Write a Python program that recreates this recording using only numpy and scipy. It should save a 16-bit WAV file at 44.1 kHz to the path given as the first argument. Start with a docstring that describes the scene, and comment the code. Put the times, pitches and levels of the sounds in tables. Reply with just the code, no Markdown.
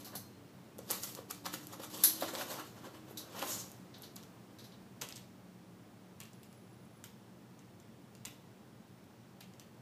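"""Over a low room hum, a cockatoo's beak and claws scuff the wire floor of its cage.
Stick-slip friction scratches the grate; impacts set its wires ringing and knock the tray below.
The bird rears up with a swish of feathers, then cracks a morsel in sparse, dry clicks of brittle
fracture. A small, quiet room reflects these sounds; a faint, thin whistle comes and goes in it."""
import sys
import numpy as np
from scipy import signal
from scipy.fft import rfft, irfft, next_fast_len
from scipy.io import wavfile
from scipy.ndimage import uniform_filter1d

SR = 44100
rng = np.random.default_rng(int(sys.argv[2]) if len(sys.argv) > 2 else 0)


def transcribe(signal):
    """Save signal, clipped to [-1, 1], as a 16-bit WAV file at the path in sys.argv[1]."""
    frames = np.atleast_2d(signal).T
    limited = np.clip(frames, -1, 1)
    pcm = np.round(limited * 32767).astype(np.int16)
    wavfile.write(sys.argv[1], SR, pcm)


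N = 432621
TIME = np.arange(N) / SR


def amp(db):
    """Amplitude ratio: tenfold for every 20 dB."""
    return 10 ** (np.asarray(db) / 20)


def unit_rms(x):
    """Power normalisation to an rms of 1."""
    return x / np.sqrt(np.mean(x ** 2) + 1e-30)


def unit_energy(x, ms):
    """Energy normalisation: a transient gets the energy of an rms of 1 lasting ms milliseconds."""
    return x * np.sqrt(ms * SR / 1000 / (np.sum(x ** 2) + 1e-30))


def curve(points, hz):
    """Interpolation of (f/Hz, value) points on a logarithmic frequency axis."""
    f, value = np.transpose(points)
    return np.interp(np.log(hz + 1), np.log(f + 1), value)


def add(mix, s, sound):
    """Superposition: a sound joins the mix at time s, which may be negative."""
    first = round(s * SR)
    sound = sound[..., max(-first, 0):]
    part = mix[..., max(first, 0):][..., :sound.shape[-1]]
    part += sound[..., :part.shape[-1]]


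def colour(x, db_of, size=2048):
    """Minimum-phase filter: the phase follows from the log gain by the Hilbert transform."""
    hz = abs(np.fft.fftfreq(size, 1 / SR))
    log_gain = np.log(amp(np.maximum(db_of(hz), -90)))
    response = np.fft.ifft(np.exp(np.conj(signal.hilbert(log_gain)))).real[:size // 2]
    return signal.fftconvolve(x, response)[:len(x)]


def hump(hz, centre_hz, octaves, skirt_db=9):
    """Broad resonance, in dB: round on top, with straight skirts."""
    away = np.log2((hz + 1) / centre_hz) / octaves
    return -skirt_db * (np.sqrt(1 + away ** 2) - 1)


def peak(hz, centre_hz, width_hz):
    """Narrow resonance, in dB: Lorentzian amplitude of half-width width_hz."""
    return -20 * np.log10(1 + ((hz - centre_hz) / width_hz) ** 2)


def noise(db_of):
    """Stationary Gaussian noise of rms 1 with the given spectrum."""
    size = next_fast_len(N)
    spectrum = rfft(rng.standard_normal(size)) * amp(db_of(np.fft.rfftfreq(size, 1 / SR)))
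    return unit_rms(irfft(spectrum, size)[:N])


def band(centre_hz, width_hz):
    """Narrow-band noise: a wavering tone, or a slow random drift when centred on 0 Hz."""
    return noise(lambda f: peak(f, centre_hz, width_hz))


def ringing(modes, hz, size):
    """Free vibration: damped modes at ratios to hz, over size samples, with an rms of 1."""
    t = np.arange(size) / SR
    return unit_rms(sum(amp(db - 60 * t / t60) * np.sin(2 * np.pi * hz * ratio * t)
                        for ratio, db, t60 in modes))


# spectrum of the room air: f/Hz, relative density/dB
AIR_SPECTRUM = [(15, -59), (25, -52), (43, -25.5), (75, -21.5), (104, -3.5), (126, -0.5), (152, -12),
                (183, -0.5), (240, -8), (297, -6), (495, -13.5), (762, -16), (1950, -25.5), (13500, -38),
                (15500, -33)]
# its slow drift: t/s, level/dB
AIR_LEVEL = [(0, -56), (1.5, -57), (3.5, -55), (5.6, -58), (9.8, -58.5)]
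# drones in the room: f/Hz, half-width/Hz, level/dB
DRONES = [(110.5, 22, -70.5), (134.2, 14, -70.5), (182, 6, -65.5), (219, 8.7, -67), (5470, 50, -88.5)]
def room_hum():
    """Ambient noise: narrow-band drones stand on a broad, bass-heavy spectrum."""
    air = noise(lambda f: curve(AIR_SPECTRUM, f)) * amp(np.interp(TIME, *np.transpose(AIR_LEVEL)))
    return air + sum(amp(db) * band(hz, width_hz) for hz, width_hz, db in DRONES)


# course of a faint low tone: t/s, f/Hz, level/dB
TONE_GLIDE = [(0.6, 284, -68), (0.85, 289.3, -64.5), (1.15, 299, -63.5), (1.5, 289.3, -63.5),
              (1.801, 300.8, -60), (2.05, 313, -53), (2.26, 326, -59), (2.419, 307, -63), (2.9, 317.3, -66),
              (3.15, 313, -60), (3.58, 320, -85), (3.7, 310, -91)]
def low_tone(waver_rate_hz=6.2, waver_hz=2.29, waver_db=2.5):
    """Random frequency and amplitude modulation: a tone wavers as it climbs and sinks back."""
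    s, hz, db = np.transpose(TONE_GLIDE)
    pitch_hz = np.interp(TIME, s, hz) + waver_hz * band(0, waver_rate_hz)
    level_db = np.interp(TIME, s, db) + waver_db * band(0, waver_rate_hz)
    return unit_rms(np.sin(2 * np.pi * np.cumsum(pitch_hz) / SR)) * amp(level_db)


def slips(size, per_s=3000, spread_db=1.0, rub=0.68):
    """Stick-slip friction: many tiny catches of uneven strength over a smooth rub."""
    strengths = amp(spread_db * np.minimum(rng.exponential(1, size), 3.5)) * rng.choice([-1, 1], size)
    catches = unit_rms(strengths * (rng.random(size) < per_s / SR))
    return unit_rms(catches + rub * rng.standard_normal(size))


def stroke(length_s, lead_s, rise_share=.44, spot_db=2.5):
    """Sliding contact under a pressure that peaks at lead_s: returns (pressure, slips)."""
    t = np.arange(SR // 2) / SR - lead_s
    pressure = np.exp(-np.maximum(-t / rise_share, t / (1 - rise_share)) / length_s)
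    spectra = signal.stft(slips(len(t)), nperseg=256)[2]
    # each spot along the way favours its own resonances
    spots = uniform_filter1d(rng.standard_normal(spectra.shape), size=4, axis=0)
    spots = unit_rms(uniform_filter1d(spots, size=6, axis=1))
    return pressure, signal.istft(spectra * amp(spot_db * spots), nperseg=256)[1][:len(t)]


# response of the rattling tray: f/Hz, relative density/dB
TRAY_SPECTRUM = [(100, -38.5), (260, 0.5), (400, 1.5), (620, -0.5), (800, -3), (920, -1), (1100, 0),
                 (1350, -4), (1750, -5.5), (2200, -10), (3000, -13), (5000, -55.5), (15000, -63)]
# strokes of claw or beak: peak t/s, length/s, scratch level/dB, weight (rattle re scratch)/dB
SCUFF_STROKES = [(0.010, 0.038, -55.5, -4), (0.072, 0.056, -57, 1.5), (0.143, 0.04, -59.5, 7.5),
                 (0.907, 0.03, -43, -1.5), (0.945, 0.081, -46.5, -3.5), (1.041, 0.031, -41, -12),
                 (1.085, 0.077, -49, -7.5), (1.180, 0.03, -57.5, 7.5), (1.308, 0.016, -44.5, -3),
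                 (1.463, 0.018, -40.5, 0), (1.541, 0.018, -39.5, -7.5), (1.635, 0.04, -56, -7),
                 (1.735, 0.028, -48.5, 1.5), (1.801, 0.018, -54, 5.5), (1.836, 0.033, -47, -2.5),
                 (1.945, 0.021, -45, -0.5), (2.050, 0.29, -46, -5), (2.212, 0.016, -42.5, -19),
                 (2.235, 0.051, -43.5, 1), (2.288, 0.034, -45, 2), (2.353, 0.044, -47, 1),
                 (2.388, 0.037, -44, 2), (2.416, 0.031, -41, 1), (2.515, 0.075, -44, -0.5),
                 (2.597, 0.04, -49, 7.5), (2.671, 0.073, -58.5, -4), (2.855, 0.052, -55.5, 7.5),
                 (3.110, 0.037, -61, -21), (3.385, 0.14, -51, 5), (3.394, 0.016, -44.5, 0),
                 (3.426, 0.02, -41.5, 4), (3.495, 0.13, -48, 0), (4.040, 0.032, -58, -2),
                 (5.030, 0.015, -48, 2.5)]
def scuffs(strokes, scratch_hz=4594, weight_db_per_octave=18, lead_s=.15):
    """Frictional excitation: the slips of each stroke scratch the wire and shake the tray."""
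    out = np.zeros(N)
    for s, length_s, db, weight_db in strokes:
        pressure, catches = stroke(length_s, lead_s)
        hz = scratch_hz * 2 ** (-weight_db / weight_db_per_octave)  # heavier strokes scratch lower
        scratch = unit_rms(colour(catches, lambda f: hump(f, hz, octaves=1.0)))
        rattle = unit_rms(colour(catches, lambda f: curve(TRAY_SPECTRUM, f)))
        add(out, s - lead_s, amp(db) * pressure * (scratch + amp(weight_db) * rattle))
    return out


ZING_HZ, ZING_WIDTH_HZ = 11250, 700  # the grate's brightest cluster of modes
# dense, quickly dying modes of the grate: f/Hz, relative density/dB
GRATE_SPECTRUM = [(300, -34), (1600, -14), (2600, -18), (3500, -10), (4200, -4.5), (6000, -6), (7000, -9),
                  (9700, -7.5), (10700, -0.5), (11400, 5.5), (12300, -14), (13500, -10), (15500, -6)]
# its distinct modes; crossing wires ring in close, beating pairs: f/Hz, relative level/dB, T60/s
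GRATE_MODES = [(3901, -15, .3), (4060, -23, .25), (3580, -21, .35), (4581, -16, .2), (4905, -21, .45),
               (5303, -22, .4), (5674, -15, .25), (5970, -12, .22), (6385, -15, .28), (10380, -11, .14),
               (10884, -6, .14), (10938, -5, .14), (11135, -6, .18), (11200, -6, .23), (11432, -3, .17),
               (11484, -6, .17), (11590, -7, .22), (11820, -12, .2), (12274, -15, .2), (12834, -15, .2),
               (14646, -16, .16), (15091, -19, .2)]
# blows on the wires: t/s, level/dB, tilt/(dB per octave), zing/dB, hold (factor on the distinct
# modes' T60 and amplitude), then the struck wire's own note: f/Hz, level/dB, T60/s
WIRE_BLOWS = [(0.046, -46.5, 0, -12, 0.88, 4120, -68, 0.45),
              (0.1520, -39.5, 1.5, -10, 0.59, 4195, -63, 0.95),
              (2.0360, -18, 2, -5.5, 0.93, 4200, -47, 0.7), (2.208, -46, -27, -9, 0.52, 3880, -57, 0.21),
              (3.1722, -41.5, -2.5, -11, 0.74, 3900, -53, 0.19),
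              (3.9404, -53.5, -19, -9, 0.77, 3860, -68, 0.18),
              (4.031, -51.5, -11, -9, 0.93, 3940, -70, 0.22), (4.586, -54, -8, -10, 0.56, 3850, -71, .3),
              (4.64, -55.5, -7, -9, 0.8, 3900, -77, 0.37), (4.72, -61, -19, -6, .7, 3940, -75, 0.42)]
def grate_ring(dense_t60=0.23, modes_db=-7, build_s=0.00098, trim_db=-1):
    """Modal decay of a welded grate: dense modes die fast, a few sing on unless a foot damps them."""
    out, t = np.zeros(N), np.arange(SR) / SR
    for s, db, tilt_db, zing_db, hold, *_ in WIRE_BLOWS:
        def coupling_db(f):
            """The point of impact decides how strongly each mode is excited."""
            zing = np.exp(-((f - ZING_HZ) / ZING_WIDTH_HZ) ** 2)
            return tilt_db * np.log2(np.maximum(f, 3800) / 8000) + zing_db * zing
        burst = rng.standard_normal(len(t)) * amp(-60 * t / dense_t60)
        dense = colour(burst, lambda f: curve(GRATE_SPECTRUM, f) + coupling_db(f))
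        modes = sum(amp(mode_db + coupling_db(hz) - 60 * t / (t60 * hold))
                    * np.sin(2 * np.pi * (hz * t + rng.random())) for hz, mode_db, t60 in GRATE_MODES)
        ring = (unit_rms(dense) + amp(modes_db) * hold * unit_rms(modes)) * (1 - np.exp(-t / build_s))
        add(out, s, amp(db + trim_db) * unit_energy(ring, ms=20))
    return out


# partials of one struck wire: frequency ratio, relative level/dB, T60 ratio
WIRE_PARTIALS = [(1, 0, 1), (1.0022, -3, 1), (0.991, -5, .6), (1.31, -6, .5), (1.5, 3, .55),
                 (1.977, -4, .6), (2.78, -7, .5)]
def wire_notes(shiver_db=4, shiver_width_hz=130, shiver_t60=0.24):
    """Beats: a struck wire swings in two planes of nearly equal pitch, with a noisy shiver around it."""
    out, t = np.zeros(N), np.arange(SR) / SR
    for s, _, tilt_db, _, _, hz, db, t60 in WIRE_BLOWS:
        phase = rng.random()
        note = sum(amp(mode_db + tilt_db * np.log2(ratio) - 60 * t / (t60 * share))
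                   * np.sin(2 * np.pi * (hz * ratio * t + phase))
                   for ratio, mode_db, share in WIRE_PARTIALS)
        shiver = unit_rms(colour(rng.standard_normal(len(t)), lambda f: peak(f, hz, shiver_width_hz)))
        add(out, s, amp(db) * (note + shiver * amp(shiver_db - 60 * t / shiver_t60)))
    return out


# hollow, strongly damped modes of beak and morsel: nominal f/Hz, relative level/dB, T60/s
BEAK_MODES = [(720, 0, 0.0111), (1225, 0, 0.04), (1480, -7.5, 0.013), (2000, 2, 0.019),
              (2500, -1.5, 0.01204), (3030, 0.5, 0.013)]
def click(db, hz, octaves, hollow_db=-11, hollow_limit=0.21, snap_s=0.00042, shell_s=0.00286):
    """Impact radiation: a snap, a shiver of husk or claw and a hollow knock, as (direct, wallward)."""
    t = np.arange(1024) / SR
    envelope = np.exp(-t / snap_s) + amp(-8) * np.exp(-t / shell_s)
    # the time of contact limits the treble above the centre
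    rolloff_db = lambda f: 6.0 * np.log2(np.maximum(f / hz, 1))
    burst = envelope * rng.choice([-1., 1.], len(t))
    snap = colour(burst, lambda f: hump(f, hz, octaves) - rolloff_db(f))
    # summed over all directions, the snap is smoother and duller
    impulse = signal.unit_impulse(len(t)) * rng.choice([-1., 1.])
    diffuse = colour(impulse, lambda f: hump(f, hz * 0.92, octaves=1.41) - rolloff_db(f))
    body = sum(amp(mode_db - 60 * t / t60) * np.sin(2 * np.pi * f * rng.uniform(0.724, 1.15) * t)
               for f, mode_db, t60 in BEAK_MODES)
    hollow = amp(hollow_db) * (5000 / hz) ** 1.5  # duller blows knock the hollow modes harder
    knock = min(hollow, hollow_limit) * unit_energy(body, ms=1)
    direct = unit_energy(snap, ms=1) + knock
    wallward = unit_energy(diffuse, ms=1) + amp(7) * knock  # the knock radiates mostly aside
    return amp(db) * np.array([direct, wallward])


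def flurry(length_s, db, fade_db, hz, octaves, count):
    """Decaying impulse train: clicks thin out and weaken over length_s, as (direct, wallward)."""
    out = np.zeros((2, SR // 6))
    for age in (np.arange(count) + rng.uniform(.3, 1, count)) / count:
        add(out, length_s * age ** 2, click(db + fade_db * age, hz, octaves))
    return out


def wire_chatter(length_s=0.058, relative_db=-14.5):
    """Intermittent contact: a struck wire buzzes against its neighbour."""
    out = np.zeros((2, N))
    for s, db, _, zing_db, *_ in WIRE_BLOWS:
        buzz = flurry(length_s, db + zing_db + relative_db, fade_db=-14, hz=ZING_HZ, octaves=.3, count=4)
        add(out, s, buzz)
    return out


# hollow, woody ring of a knock: frequency ratio, relative level/dB, T60/s
KNOCK_MODES = [(1, 0, .085), (1.07, -5.5, 0.054), (1.55, -8, 0.063)]
# dull knocks of beak and feet: t/s, level/dB, f/Hz, ring re thud/dB
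KNOCK_BLOWS = [(0.1530, -49, 695, -2), (0.7894, -42.5, 470, -14), (0.9038, -40, 497, -20),
               (0.9065, -43, 794, -7), (1.1890, -42.5, 467, -3), (1.308, -45, 1243, 1),
               (1.4575, -43, 1125, 14), (1.4668, -39.5, 1117, 3), (1.5390, -42.5, 1330, -2),
               (1.735, -52, 1250, 1.5), (1.836, -48, 1220, 5), (2.2230, -30.5, 583, -29),
               (2.246, -47, 515, -19), (2.334, -43, 520, -8), (2.351, -46, 557, -10), (2.400, -39, 604, -3),
               (2.412, -41, 1600, -3), (2.429, -43, 580, -8), (3.109, -46.5, 446, -17),
               (3.422, -43, 515, 0), (3.4247, -42.5, 1240, -2), (5.0195, -47, 1410, -14),
               (7.0410, -59, 1410, -7), (9.409, -64, 800, -10)]
def knocks(t60_cycles=9.6, build_s=.001, rattle_db=-3, rattle_t60=0.055):
    """Damped oscillation: a blunt blow gives a thud, a hollow ring and a short rattle of the tray."""
    out, t = np.zeros(N), np.arange(8192) / SR
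    for s, db, hz, ring_db in KNOCK_BLOWS:
        envelope = amp(-60 * t * hz / t60_cycles) * (1 - np.exp(-t / build_s))
        thud = unit_rms(np.sin(2 * np.pi * hz * t) * envelope)
        ring = amp(ring_db) * ringing(KNOCK_MODES, hz, size=len(t))
        burst = rng.standard_normal(len(t)) * amp(-60 * t / rattle_t60)
        rattle = amp(rattle_db) * unit_rms(colour(burst, lambda f: hump(f, hz, octaves=0.86)))
        add(out, s, amp(db) * unit_energy(thud + ring + rattle, ms=5))
    return out


# sharp taps on the grate: t/s, level/dB, centre f/Hz, spread/octaves, bounce re tap/dB
GRATE_TAPS = [(0.784, -45, 8460, 0.83, 1), (0.9038, -32, 7200, 0.43, -14), (0.9098, -23, 11300, 0.6, -3.5),
              (1.0346, -31, 6460, 0.23, -10), (1.1503, -37, 9200, 1, -14), (1.3103, -32, 8400, 0.63, -16),
              (1.3475, -47, 8200, 0.34, -11), (1.4571, -35, 4700, 0.23, -2.5),
              (1.5402, -38.5, 5230, 0.6, -3), (1.6700, -40.5, 9350, 1, -19),
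              (1.8432, -41.5, 9000, 0.61, -3), (1.976, -41, 9500, .65, -10), (2.338, -43, 7500, 0.44, -14),
              (2.3515, -34, 4360, 0.88, -5), (3.4205, -34, 2870, 0.4, -7), (3.7169, -46, 8950, 0.91, -15),
              (3.9835, -54.5, 12500, 0.8, -8), (4.0214, -43.5, 12000, 0.65, -12),
              (4.1592, -45, 12000, .45, -6), (4.1636, -40, 5660, 0.41, -17), (4.2290, -52, 6500, .8, 2)]
def taps(bounce_s=0.0056):
    """Elastic rebound: beak or claw strikes the grate and bounces once."""
    out = np.zeros((2, N))
    for s, db, hz, octaves, bounce_db in GRATE_TAPS:
        add(out, s, click(db, hz, octaves))
        add(out, s + bounce_s, click(db + bounce_db, hz, octaves))
    return out


def shuffles(from_s=1.5, to_s=3.7, per_s=11, length_s=0.051, db=-63, weight_db=4.5):
    """Light friction at loose intervals: the feet shift while the bird forages."""
    count = round(per_s * (to_s - from_s))
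    return scuffs([(from_s + (k + rng.random()) / per_s, length_s, db, weight_db) for k in range(count)])


# swishes as the bird rears up: peak t/s, length/s, level/dB, centre f/Hz, spread/octaves
FEATHER_STROKES = [(3.505, 0.13, -43, 7300, 1.2), (3.524, 0.066, -40.5, 6650, 0.25),
                   (3.6, 0.031, -42.5, 6250, 0.37)]
def feathers(lead_s=0.15):
    """Friction noise: feathers brush the wires, too lightly to shake the tray."""
    out = np.zeros(N)
    for s, length_s, db, hz, octaves in FEATHER_STROKES:
        pressure, catches = stroke(length_s, lead_s)
        swish = unit_rms(colour(catches, lambda f: hump(f, hz, octaves)))
        add(out, s - lead_s, amp(db) * pressure * swish)
    return out


# brief ring of the breaking husk: frequency ratio, relative level/dB, T60/s
HUSK_MODES = [(1, 1, 0.0076), (1.16, -3, .007), (1.8, -14, .006)]
# echoes from the nearest walls: delay t/s, gain/dB
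EARLY_ECHOES = [(0.0125, -14.5), (0.0189, -12), (.028, -13)]
# woody colour of a crack's reverberation: f/Hz, gain/dB
CRACK_ROOM_TINT = [(200, -0.5), (1400, -0.5), (2200, 3), (3200, 3.5), (6000, -1), (9000, -2), (15000, 1)]
# path from the raised beak to the listener: f/Hz, gain/dB
BEAK_PATH = [(100, 3), (400, 0), (1500, -2.5), (2800, 2), (4000, -2), (5400, -2.5), (7200, -1),
             (8700, -2.5), (9900, -7.5), (11500, 1), (13500, 2), (15500, -6)]
# bites: t/s, level/dB, centre f/Hz, spread/octaves, splintering time/s, husk ring/dB, beak hollow/dB
BITES = [(5.0133, -40, 5800, 1.2, 0.0036, -8, -16), (5.0162, -35.5, 6700, 0.97, 0.0016, 2.5, -12),
         (5.0204, -35, 6500, 1.3, 0.0031, -5, -9.5), (5.0882, -40, 7500, .9, 0.008, -11, -11),
         (5.1246, -44.5, 5040, 0.7, .003, 6.5, -22), (5.1573, -46, 8500, 0.87, 0.0025, -15, -18),
         (5.1600, -42.5, 6700, 0.65, 0.0047, -6, -18), (5.167, -43, 6660, 0.56, 0.016, -6, -16),
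         (6.203, -41.5, 6930, 1.5, 0.0033, -6, -7), (6.213, -49, 7750, 1, 0.0043, -2, -4),
         (6.2356, -52, 8000, 1.1, 0.0027, -3, -4), (6.254, -53.5, 6000, 1, 0.0085, -6, -11),
         (6.333, -54, 7500, 0.81, 0.0081, -8, -12), (6.432, -50, 8150, 1.6, 0.02, -15, -10),
         (6.5280, -57, 8500, 1.5, 0.0058, -4, -5), (7.0406, -42.5, 7200, 1.6, 0.0079, -1, -12),
         (7.0403, -48, 13050, .5, .006, -15, -11), (7.592, -56, 6100, 0.42, 0.0046, -3.5, -14),
         (7.8, -56, 6950, 0.88, .005, -7, -11), (8.1512, -52, 5970, 0.87, 0.0081, -10, -11),
         (8.2520, -38, 6070, 1.3, 0.0018, 1, -9), (8.2560, -39.5, 7300, 0.64, 0.0027, 2, -8),
         (8.3115, -59, 6200, 1.1, 0.0022, -5, -13), (9.407, -47.5, 7140, 1.3, 0.008, -10, -12),
         (9.4100, -46.5, 4600, 1.46, 0.0066, -1, -13), (9.537, -56.5, 5300, .5, 0.0023, -6, -13.5),
         (9.597, -47, 6070, 1.2, 0.008, -2, -14)]
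def cracks(splinter_db=-4.5, crumble_s=.04, crumble_db=-18, room_db=-4.0):
    """Brittle fracture: each bite snaps the husk, which rings briefly, splinters and crumbles."""
    out = np.zeros(N)
    for s, db, hz, octaves, splinter_s, husk_db, beak_db in BITES:
        bite = flurry(splinter_s, db + splinter_db, fade_db=-5.5, hz=hz, octaves=octaves, count=3)
        add(bite, 0, click(db, hz, octaves, hollow_db=beak_db, hollow_limit=.6))
        direct, wallward = bite
        crumbs, _ = flurry(crumble_s, db + crumble_db, fade_db=-11, hz=hz, octaves=octaves, count=4)
        add(out, s, direct + crumbs)
        add(out, s, amp(db + husk_db) * unit_energy(ringing(HUSK_MODES, hz, size=1024), ms=1))
        # the head moves, so each bite meets a new set of reflections
        add(out, s, amp(room_db) * reverberation(wallward, CRACK_ROOM_TINT))
        for delay_s, echo_db in EARLY_ECHOES:
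            add(out, s + delay_s, amp(echo_db) * wallward)
    return colour(out, lambda f: curve(BEAK_PATH, f))


def whistle(hz=10960, width_hz=70, peak_s=6.7, swell_s=0.55, db=-80.5, flicker_db=4, flicker_hz=12):
    """Amplitude-modulated narrow-band noise: a thin whistle swells, flickers and fades."""
    swell = np.exp(-((TIME - peak_s) / swell_s) ** 2)
    return band(hz, width_hz) * swell * amp(db + flicker_db * band(0, flicker_hz))


def nibbles(start_s=8.7, per_s=5, softest_db=-67, range_db=6, centre_hz=5500, snap_s=0.00029):
    """Small-scale fracture: crumbs give way in the beak at random, barely above the room."""
    out, t = np.zeros(N), np.arange(512) / SR
    span_s = N / SR - start_s
    for place, strength in rng.random((round(per_s * span_s), 2)):
        burst = np.exp(-t / snap_s) * rng.standard_normal(len(t))
        tick = colour(burst, lambda f: hump(f, centre_hz, octaves=0.92))
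        add(out, start_s + place * span_s, amp(softest_db + range_db * strength) * unit_energy(tick, ms=1))
    return out


# reverberation time of the room: f/Hz, T60/s
ROOM_DECAY = [(200, 0.58), (800, 0.3), (2100, 0.32), (5500, 0.41), (14700, 0.31)]
def reverberation(x, tint, first_s=0.0031, density=.2):
    """Diffuse field: dense reflections from cage and walls, each band decaying at its own rate."""
    size = SR // 2
    reflections = rng.choice([-1., 1.], size) * (rng.random(size) < density)
    reflections *= np.arange(size) > first_s * SR
    hz, t, spectra = signal.stft(reflections, SR, nperseg=256)
    decay = amp(-60 * t / curve(ROOM_DECAY, hz)[:, None])
    tail = signal.istft(spectra * decay, SR, nperseg=256)[1]
    response = colour(tail / np.linalg.norm(tail), lambda f: curve(tint, f))
    return signal.fftconvolve(x, response)[:N]


# path from the cage floor to the listener: f/Hz, gain/dB
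FLOOR_PATH = [(100, -6), (300, -0.5), (1800, 0), (2300, -2), (2900, -0.5), (4000, 0), (5300, -1.5),
              (6700, -0.5), (8200, -1.5), (9400, -5.5), (10300, -1.5), (11700, 5), (13800, 3),
              (15500, -6.5)]
def scene(click_room_db=-5.0, feet_room_db=-6, grate_room_db=-11, bass_cut_hz=55):
    """Superposition of the bird's direct sound, its reverberation and the ambient noise."""
    ambience = room_hum() + low_tone() + whistle()
    grate = grate_ring()
    clicks, clicks_wallward = taps() + wire_chatter() + nibbles()
    movement = knocks() + scuffs(SCUFF_STROKES) + feathers() + shuffles()
    direct = clicks + movement + grate + wire_notes()
    wallward = (amp(click_room_db) * clicks_wallward + amp(feet_room_db) * movement
                + amp(grate_room_db) * grate)
    room_tint = ((200, 0), (2500, 2), (6000, 0), (9000, -1), (15000, 0))  # f/Hz, gain/dB
    cage = direct + reverberation(wallward, room_tint)
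    bird = colour(cage, lambda f: curve(FLOOR_PATH, f)) + cracks()
    # a light cage radiates no deep bass
    bass_cut = signal.butter(2, bass_cut_hz, "high", fs=SR, output="sos")
    return (signal.sosfilt(bass_cut, bird) + ambience)[None]


def record(dry, edge_hz=15400):
    """Band limiting: a steep linear-phase low-pass removes the highest treble."""
    low_pass = signal.firwin(511, edge_hz, window=("kaiser", 9), fs=SR)
    return signal.oaconvolve(dry, low_pass[None], "same")


dry = scene()
out = record(dry)
transcribe(out)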